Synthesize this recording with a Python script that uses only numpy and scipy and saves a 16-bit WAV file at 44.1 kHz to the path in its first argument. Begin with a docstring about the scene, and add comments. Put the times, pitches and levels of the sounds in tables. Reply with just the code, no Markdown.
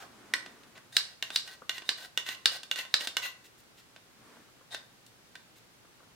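"""Scissor blade in a magnetizer

Close stereo pair, just above a wooden table in a small quiet room. A steel blade is stroked five times
to and fro through the slot of a hand-held plastic magnetizer. The magnets snap it against the upper and
lower bar in turn; between the snaps it scrapes and ticks along the plastic. Fingers shift on the case."""
import sys
import numpy as np
from scipy import signal
from scipy.fft import rfft, irfft, next_fast_len
from scipy.io import wavfile
from scipy.ndimage import uniform_filter1d, map_coordinates

SR = 44100
rng = np.random.default_rng(int(sys.argv[2]) if len(sys.argv) > 2 else 0)


def log_audio(samples):
    """Write samples as a 16-bit WAV file to the path given in sys.argv[1]."""
    # one column per channel
    frames = np.atleast_2d(samples).T
    # limit to full scale, then quantise
    limited = np.clip(frames, -1, 1)
    pcm = np.round(limited * 32767).astype(np.int16)
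    wavfile.write(sys.argv[1], SR, pcm)


N = 271215
LEN = 16384  # samples in one contact with its tail
T, HZ = np.arange(LEN) / SR, np.fft.rfftfreq(LEN, 1 / SR)

# Snap and contact levels are relative within each source; tilt is brightness above 1 kHz.
# strokes on the upper bar: t/s, snap/dB, tilt/(dB/octave), run-in/dB, length/s, slide/dB
UPPER_STROKES = [(0.9666, -6, .5, -42.5, 0.18, -61), (1.3594, -10, 0.5, -40.5, 0.2, -51.5),
                 (1.8907, -10, -2.5, -48, 0.18, -46.5), (2.4569, -4.5, -1, -62, .12, -41.5),
                 (2.9404, -6, -2, -54, .123, -39.5)]
# return strokes on the lower bar: t/s, snap/dB, length/s, slide/dB
LOWER_STROKES = [(1.2251, -16, 0.072, -56), (1.694, -14.5, .092, -46), (2.175, -11.5, 0.17, -41.5),
                 (2.713, -13, .11, -38), (3.1684, -12, 0.11, -36.5)]
# the sliding edge catches, fingers bump the case: t/s, level/dB
CATCHES = [(.634, -45), (1.476, -32), (1.780, -27), (2.264, -28.5), (2.288, -21), (2.348, -33.5),
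           (2.758, -24), (2.788, -22.5), (3.008, -23.5)]
BUMPS = [(1.619, -39.5), (4.369, -51.5), (4.487, -55), (4.610, -52)]
# the loose blade taps the slot: t/s, level/dB, tilt/(dB/octave), hollow case/dB
TAPS = [(.461, -31, -3.5, -2), (.777, -45.5, 4.5, 16), (.927, -45, -2, 8), (1.3033, -24, -3.5, -2),
        (1.820, -32.5, -6, -7), (2.632, -27.5, 0, -3), (2.851, -31.5, -5, -7), (3.0722, -16, 0, -3),
        (3.962, -36, -4.5, -4.5), (4.746, -22.5, -1.5, 5.5), (5.064, -44, 5.5, -4.5),
        (5.354, -31.5, -2.5, 5)]
# the loose blade grazes the lower bar: t/s, level/dB, tilt/(dB/octave)
GRAZES = [(.75, -53, -4.5), (3.437, -57.5, 3), (3.575, -62, 6.5), (3.771, -58.5, 2), (5.555, -61, 5)]
# skin rubs on the case: middle t/s, time to fall by 6 dB/s, level/dB
GRIP_SHIFTS = [(.33, 0.4, -56.5), (4.32, 0.12, -57.5)]

# ring of the case at each kind of contact, and of the free steel: f/Hz, level/dB, t60/s
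UPPER_MODES = [(1545, -9, .045), (1720, -11, .03), (2135, -15, .04), (2920, -10, .05), (3610, -12, .06),
               (3850, -5, .016), (4000, -5, .045), (4170, -9, .06), (4418, -9, .09), (4610, -8, .05),
               (4883, -13, .08), (5000, -16, .08), (5150, -14, .04), (5600, -15, .04)]
LOWER_MODES = [(1535, -5, .06), (1892, -8, .07), (2135, -10, .035), (2850, 1, .026), (3200, -12, .05),
               (3450, -2, .02), (3630, -6, .035), (4005, -7, .022), (4190, -8, .05)]
END_MODES = [(1477, -4.5, 0.059), (1804, -2, 0.02), (1960, 1, 0.049), (2280, -7, 0.036), (2960, -5, 0.038),
             (3360, -2, .035), (3920, -7, 0.015), (4180, 0.5, 0.041)]
CATCH_MODES = [(1513, -8, 0.16), (1887, -1, 0.084), (2880, 0, 0.035), (2860, 2.5, .05), (3536, 2.5, 0.021),
               (4280, -18, .03)]
TAP_MODES = [(662, -7.5, 0.02), (1558, 3, 0.044), (1813, -2, 0.042), (2440, -6, .025), (2810, 0, 0.042),
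             (3540, 1, 0.061), (4020, -2.5, 0.041), (5600, -16, 0.0295)]
BUMP_MODES = [(520, 2, 0.036), (1180, -4, 0.026), (1330, -4, 0.019)]
BLADE_MODES = [(3640, 10, 0.35), (1490, -7, .2), (1860, -0.5, 0.26)]
# resonances under the sliding edge, the dragging tip and a fingertip: f/Hz, width/Hz, level/dB
UPPER_BODY = [(533, 46, -7), (720, 79, -7.5), (1535, 45, 5.5), (1930, 15, 10), (2850, 140, -4),
              (3470, 30, 3.5), (4100, 250, -1.5), (5050, 150, -8.5), (8840, 450, -11.5),
              (14600, 590, -14.5)]
LOWER_BODY = [(1034, 27, -3.5), (1480, 82, 0), (1978, 120, 6), (2034, 110, -6), (2600, 140, -7),
              (2740, 140, 4), (3460, 340, -3.5), (4110, 310, -2.5), (6600, 430, -13.5), (9200, 400, -18),
              (13300, 500, -14)]
RUN_IN_BODY = [(700, 120, 4), (1570, 80, 1.5), (1920, 60, 6), (3700, 60, 14.5), (4120, 330, 0),
               (5050, 200, -3.5), (6280, 120, -9), (8940, 1200, -13)]
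FINGER_BODY = [(493, 250, 0), (795, 320, 4.5), (1400, 110, 9.5), (1640, 270, 4)]
# spectra of the blows on the plastic: f/Hz, level/dB
UPPER_CRACK = [(76, -42.5), (130, -31.5), (1220, -20.5), (1580, -8), (2560, -13.5), (2830, -5.5),
               (3260, -9), (3910, 3), (4320, -7), (4980, -7.5), (6340, -16.5), (8400, -16.5),
               (12300, -31.5), (14500, -25), (16000, -35.5)]
LOWER_CRACK = [(76, -63.5), (130, -26), (678, -11.5), (1220, -13), (1490, -8.5), (1930, -3), (2560, -9),
               (2890, 9), (3130, -12), (3500, 4.5), (3950, -1.5), (4590, -10), (6400, -10.5), (8570, -18),
               (11100, -26.5), (13600, -20.5), (16000, -40)]
END_CRACK = [(76, -35), (130, -19), (1190, -9.5), (1460, -7), (1930, 3), (2670, -11.5), (3830, -2.5),
             (4500, -9.5), (5500, -11.5), (7440, -21.5), (8570, -13.5), (9480, -26), (16000, -36)]
TICK_CRACK = [(100, -32), (250, -6), (700, -3), (1200, -6.5), (1600, -6.5), (3000, 2.5), (4500, 0.5),
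              (6500, -6), (9000, -7.5), (11000, -16), (16000, -21)]
FINGER_THUD = [(100, -4), (300, 0), (520, -11), (900, -9), (1450, 0), (2000, -27), (6000, -34),
               (16000, -31)]
# spectra of scraping, rubbing skin, still air and the room's reflections: f/Hz, level/dB
GRIT_COLOUR = [(100, -26.5), (300, -20), (700, -7.5), (1300, -13), (3500, -5.5), (5500, -11), (7000, -12),
               (11000, -21), (13500, -24), (16000, -24)]
SKIN_COLOUR = [(100, -38), (220, 0), (340, -4), (600, -10.5), (1400, -8.5), (3000, -19), (9000, -26.5),
               (16000, -39)]
AIR_COLOUR = [(12, -48), (20, -18), (146, -5.5), (422, -9), (660, -12.5), (759, -11.5), (949, -13.5),
              (1480, -13.5), (2260, -16), (2460, -17), (2910, -17), (3250, -17.5), (3950, -18), (5380, -20),
              (16000, -29.5)]
ROOM_COLOUR = [(100, -8), (200, -7.5), (560, 3), (870, -1.5), (1080, 8.5), (1400, -0.5), (3000, 0),
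               (3900, -2.5), (4400, 2.5), (9000, 0), (16000, 8)]
# decay of the small room: f/Hz, t60/s
ROOM_DECAY = [(200, 0.6), (550, 0.53), (1500, 0.41), (4000, 0.37), (9000, 0.36), (16000, 0.12)]
# side signal of the microphone pair: f/Hz, gain/dB
SIDE_GAIN = [(30, -5), (125, -4), (300, -4.5), (600, -3.5), (1200, -2), (2500, 0), (16000, 0.5)]


def upper_bar():
    """Right at the microphones the blade runs in, snaps hard against the upper bar and glides on."""
    out = np.zeros((2, N))
    for s, db, tilt, run_in_db, length, slide_db in UPPER_STROKES:
        snap = voiced([(s, db)], tilt, knock_db=1.1, hollow_db=-0.2)
        out += run_in(s, run_in_db, tilt=4.1)
        out += contacts(snap, UPPER_CRACK, UPPER_MODES, gain_db=14.5, blow_db=-13, ring_db=-8.5,
                        blade_db=-52, t60=0.011, rise=0.0014, wet_db=-7, pan_db=-0.5)
        out += slides([slide_of(s, length, slide_db, tilt=-0.6)], UPPER_BODY, body_db=1.5,
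                      slips_per_s=450, slip_db=-1.5, ramp_share=0.18, wet_db=-8.5)
    return out


def lower_bar():
    """On the way back the blade clacks against the lower bar and rasps along it."""
    out = np.zeros((2, N))
    for s, db, length, slide_db in LOWER_STROKES:
        snap = voiced([(s, db)], tilt=0.73, knock_db=2.2, hollow_db=-1.1)
        out += contacts(snap, LOWER_CRACK, LOWER_MODES, gain_db=13.5, blow_db=-7, ring_db=-4.5,
                        blade_db=-41, t60=0.014, rise=0.0005, wet_db=-7.5, pan_db=-1.9)
        out += slides([slide_of(s, length, slide_db, tilt=0.44)], LOWER_BODY, body_db=6,
                      slips_per_s=700, slip_db=-7.5, ramp_share=0.3, wet_db=-4.5)
    return out


def end_wall(s=0.3372, db=-9.5):
    """One hollow snap as the entering blade hits the end wall of the slot."""
    snap = voiced([(s, db)], tilt=1, knock_db=-1, hollow_db=2)
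    return contacts(snap, END_CRACK, END_MODES, gain_db=13, blow_db=-3, ring_db=-3.5,
                    blade_db=-37, t60=0.018, rise=0.00054, wet_db=-7, pan_db=-1.5)


def run_in(arrival_s, db, tilt, length_s=0.044):
    """The steel sings as its tip drags ever harder, pulled home by the magnet."""
    return slides([(arrival_s - length_s, length_s, db, tilt)], RUN_IN_BODY, body_db=1.5,
                  slips_per_s=350, slip_db=-9.5, ramp_share=0.068, wet_db=-7, swell_db=11.5)


def catches():
    """Now and then the sliding edge catches and chatters."""
    rows = voiced(CATCHES, tilt=-1.4, knock_db=-4.5, hollow_db=-2.5)
    return contacts(rows, TICK_CRACK, CATCH_MODES, gain_db=15, blow_db=-15, ring_db=0.5,
                    blade_db=-29, t60=0.024, rise=0.0009, wet_db=-8.5, pan_db=-3)


def loose_blade(knock_db=-2.5, knock_per_hollow=0.13, graze_s=0.039):
    """Taps, grazes and a last push into the slot; a looser grip lets the case knock and sound hollow."""
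    rows = [(s, db, tilt, knock_db + knock_per_hollow * hollow, hollow) for s, db, tilt, hollow in TAPS]
    taps = contacts(rows, TICK_CRACK, TAP_MODES, gain_db=12, blow_db=-5, ring_db=-2,
                    blade_db=-13, t60=0.023, rise=0.00065, wet_db=-7, pan_db=-1)
    grazes = slides([(s, graze_s, db, tilt) for s, db, tilt in GRAZES], LOWER_BODY, body_db=-2.5,
                    slips_per_s=3400, slip_db=6, ramp_share=0.27, wet_db=-8)
    return taps + grazes + run_in(arrival_s=4.75, db=-38.5, tilt=0.5)


def fingers(slip_at_s=0.00096, slip_length_s=0.0372, slip_level_db=-48, slip_tilt=0.6, fidget_db=-52):
    """Skin rubs, a fingertip slips, and soft bumps on the case sit left of centre."""
    t = np.arange(N) / SR
    grip = sum(amp(db) * 0.5 ** (((t - s) / width) ** 2) for s, width, db in GRIP_SHIFTS)
    rub = grip * steady_noise(SKIN_COLOUR, side_db=-5)
    slip = slides([(slip_at_s, slip_length_s, slip_level_db, slip_tilt)], FINGER_BODY, body_db=2.5,
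                  slips_per_s=380, slip_db=-12, ramp_share=0.053, wet_db=-4)
    fidgets = [(s, fidget_db) for s in rng.uniform(5.6, 6.1, 3)]  # the hand settles
    rows = voiced(BUMPS + fidgets, tilt=-3.5, knock_db=-6, hollow_db=1)
    bumps = contacts(rows, FINGER_THUD, BUMP_MODES, gain_db=17.5, blow_db=-19, ring_db=-3.5,
                     blade_db=-40, t60=0.025, rise=0.00173, wet_db=-12, pan_db=5)
    return rub + slip + bumps


def contacts(rows, colour, modes, gain_db, blow_db, ring_db, blade_db, t60, rise, wet_db, pan_db):
    """Hits on the plastic: a short crack, the ring of the case and a faint note from the blade."""
    out = np.zeros((2, N))
    for s, db, tilt, knock_db, hollow_db in rows:
        blow = crack(colour, t60, rise, blow_db)
        case = amp(ring_db) * ring(modes, scatter_db=1, rise=0.00019, spread_rad=0.42)
        hit = irfft(rfft(unit_energy(blow + case)) * case_tone(tilt, knock_db, hollow_db))
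        note = amp(blade_db) * ring(BLADE_MODES, scatter_db=1.5, rise=0.00077, spread_rad=0.41)
        add(out, s, amp(db + gain_db) * (in_room(hit, wet_db) + note))
    return out * amp([[pan_db / 2], [-pan_db / 2]])


def voiced(events, tilt, knock_db, hollow_db):
    """Contacts of one kind share a tone."""
    return [(s, db, tilt, knock_db, hollow_db) for s, db in events]


def crack(colour, t60, rise, blow_db):
    """One sharp blow and a moment of chatter, evened out in spectrum and then coloured."""
    force = unit_energy(pair_noise(LEN, side_db=-8) * fade(T, t60) * (1 - np.exp(-T / rise)))
    force[:, round(rise * SR)] += amp(blow_db)
    spectrum = rfft(force)
    power = uniform_filter1d(np.mean(np.abs(spectrum) ** 2, axis=0), size=160)
    ripple_db = 10 * np.log10(np.abs(power) + 1e-9)
    return unit_energy(irfft(spectrum * minimum_phase(along(colour, HZ) - ripple_db)))


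def ring(modes, scatter_db, rise, spread_rad):
    """Damped modes, struck at new strengths each time, reach each microphone in a different phase."""
    out = np.zeros((2, LEN))
    for hz, db, t60 in modes:
        phase = rng.uniform(0, 2 * np.pi) + spread_rad * rng.standard_normal((2, 1))
        strength = amp(db + scatter_db * rng.standard_normal())
        out += strength * fade(T, t60) * np.sin(2 * np.pi * hz * T + phase)
    return unit_energy(out * (1 - np.exp(-T / rise)))


def case_tone(tilt, knock_db=0, hollow_db=0, case_hz=1680, low_hz=185, thump_hz=255, thump_db=2):
    """A harder contact is brighter, a heavier one adds bass, a loose grip lets the hollow case speak."""
    def hump(hz, octaves):
        return np.exp(-(np.log2((HZ + 1) / hz) / octaves) ** 2)
    bright = tilt * np.log2(np.clip(HZ, 1000, None) / 3000)
    knock = knock_db / (1 + (HZ / 900) ** 4)
    humps = hollow_db * hump(case_hz, octaves=0.29) + thump_db * hump(thump_hz, octaves=0.53)
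    bass_loss = 10 * np.log10(1 + (low_hz / np.maximum(HZ, low_hz / 2)) ** 4)  # the case is small
    return minimum_phase(bright + knock + humps - bass_loss)


def slides(rows, body, body_db, slips_per_s, slip_db, ramp_share, wet_db,
           swell_db=0, judder_db=0.7, judder_hz=130):
    """Stick and slip over the plastic: the tiny slips hiss and excite the resonances."""
    out = np.zeros((2, N))
    resonance = sum((-1) ** k * amp(db) * 1j * HZ * width / (hz ** 2 - HZ ** 2 + 1j * HZ * width)
                    for k, (hz, width, db) in enumerate(body))
    power = amp(along(GRIT_COLOUR, HZ)) ** 2 + np.abs(amp(body_db) * resonance) ** 2
    response = minimum_phase(10 * np.log10(power))
    for s, length, db, tilt in rows:
        slips = (rng.random(LEN) < slips_per_s / SR) * rng.lognormal(0, 0.3, LEN)
        force = unit_rms(pair_noise(LEN, side_db=-4)) + amp(slip_db) * unit_rms(slips - slips.mean())
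        ramp = np.clip(np.minimum(T, length - T) / (ramp_share * length), 0, 1)
        pressure = np.sin(np.pi / 2 * ramp) * amp(swell_db * (np.minimum(T / length, 1) - 1))
        # the hand never pulls evenly
        judder = amp(judder_db * map_coordinates(rng.standard_normal(LEN), [T * judder_hz]))
        colour = unit_rms(np.abs(response * case_tone(tilt))) * np.exp(1j * np.angle(response))
        scrape = irfft(rfft(unit_rms(force) * pressure * judder) * colour)
        add(out, s, amp(db) * in_room(scrape, wet_db))
    return out


def slide_of(s, length, db, tilt, wait_share=0.44):
    """The edge slides only in the later part of a stroke."""
    return s + wait_share * length, (1 - wait_share) * length, db, tilt


def in_room(direct, wet_db, delay_s=0.0034, build_s=0.0037):
    """Close direct sound, then the small room's diffuse tail, which dies sooner in the treble."""
    hz, t, noise = signal.stft(rng.standard_normal((2, LEN)), SR, nperseg=256)
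    decay = fade(t, along(ROOM_DECAY, hz)[:, None])
    tail = signal.istft(noise * decay, SR, nperseg=256)[1][:, :LEN]
    near_walls = 1 + 1.03 * fade(T, t60=0.21)  # they answer first and strongest
    tail *= near_walls * np.clip((T - delay_s) / build_s, 0, 1)
    tail = irfft(rfft(unit_energy(tail)) * minimum_phase(along(ROOM_COLOUR, HZ)))
    return direct + amp(wet_db) * signal.fftconvolve(direct, tail, axes=1)[:, :LEN]


def room_tone():
    """Still air, wide in the pair, with a low fuzzy hum near the centre."""
    hum_colour = [(90, -60), (112, -8), (121, -1), (130, -25), (155, -53)]  # f/Hz, level/dB
    hum = steady_noise(hum_colour, side_db=-13)
    return amp(-59) * steady_noise(AIR_COLOUR, side_db=1) + amp(-76) * hum


def steady_noise(colour, side_db):
    """Coloured stereo noise of rms 1."""
    size = next_fast_len(N)
    gain = amp(along(colour, np.fft.rfftfreq(size, 1 / SR)))
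    return unit_rms(irfft(rfft(pair_noise(size, side_db)) * gain, size)[:, :N])


def pair_noise(size, side_db):
    """White noise as two close microphones share it."""
    mid, side = rng.standard_normal((2, size))
    return np.array([mid + amp(side_db) * side, mid - amp(side_db) * side])


def minimum_phase(db):
    """Causal response with the given gains."""
    cepstrum = irfft(np.log(amp(db)))
    cepstrum[1:LEN // 2] *= 2
    cepstrum[LEN // 2 + 1:] = 0
    return np.exp(rfft(cepstrum))


def amp(db):
    """Decibels to gain."""
    return 10 ** (np.asarray(db) / 20)


def fade(t, t60):
    """Decay by 60 dB in t60 seconds."""
    return np.exp(-np.log(1000) * t / t60)


def unit_rms(x):
    """Scale to rms 1."""
    return x / np.sqrt(np.mean(x ** 2) + 1e-20)


def unit_energy(x):
    """Scale to a mean energy of 1 per channel."""
    return unit_rms(x) / np.sqrt(x.shape[-1])


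def along(points, hz):
    """Read a curve on a log frequency axis."""
    freqs, values = np.transpose(points)
    return np.interp(np.log(hz + 1), np.log(freqs + 1), values)


def add(track, s, sound):
    """Mix a stereo sound into the track at s seconds."""
    start = max(round(s * SR), 0)
    track[:, start:start + sound.shape[-1]] += sound[..., :N - start]


def scene():
    """Five strokes to and fro and stray touches up close, over the handling and the room."""
    return end_wall() + upper_bar() + lower_bar() + catches() + loose_blade() + fingers() + room_tone()


def record(dry):
    """A closely spaced microphone pair: narrower in the bass, with a steep cut in the top treble."""
    top_hz = 16050
    size = next_fast_len(N + LEN)
    hz = np.fft.rfftfreq(size, 1 / SR)
    left, right = rfft(dry, size) / (1 + (hz / top_hz) ** 110)
    mid = (left + right) / 2
    side = (left - right) / 2 * amp(along(SIDE_GAIN, hz))
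    return irfft(np.array([mid + side, mid - side]), size)[:, :N]


dry = scene()
out = record(dry)
log_audio(out)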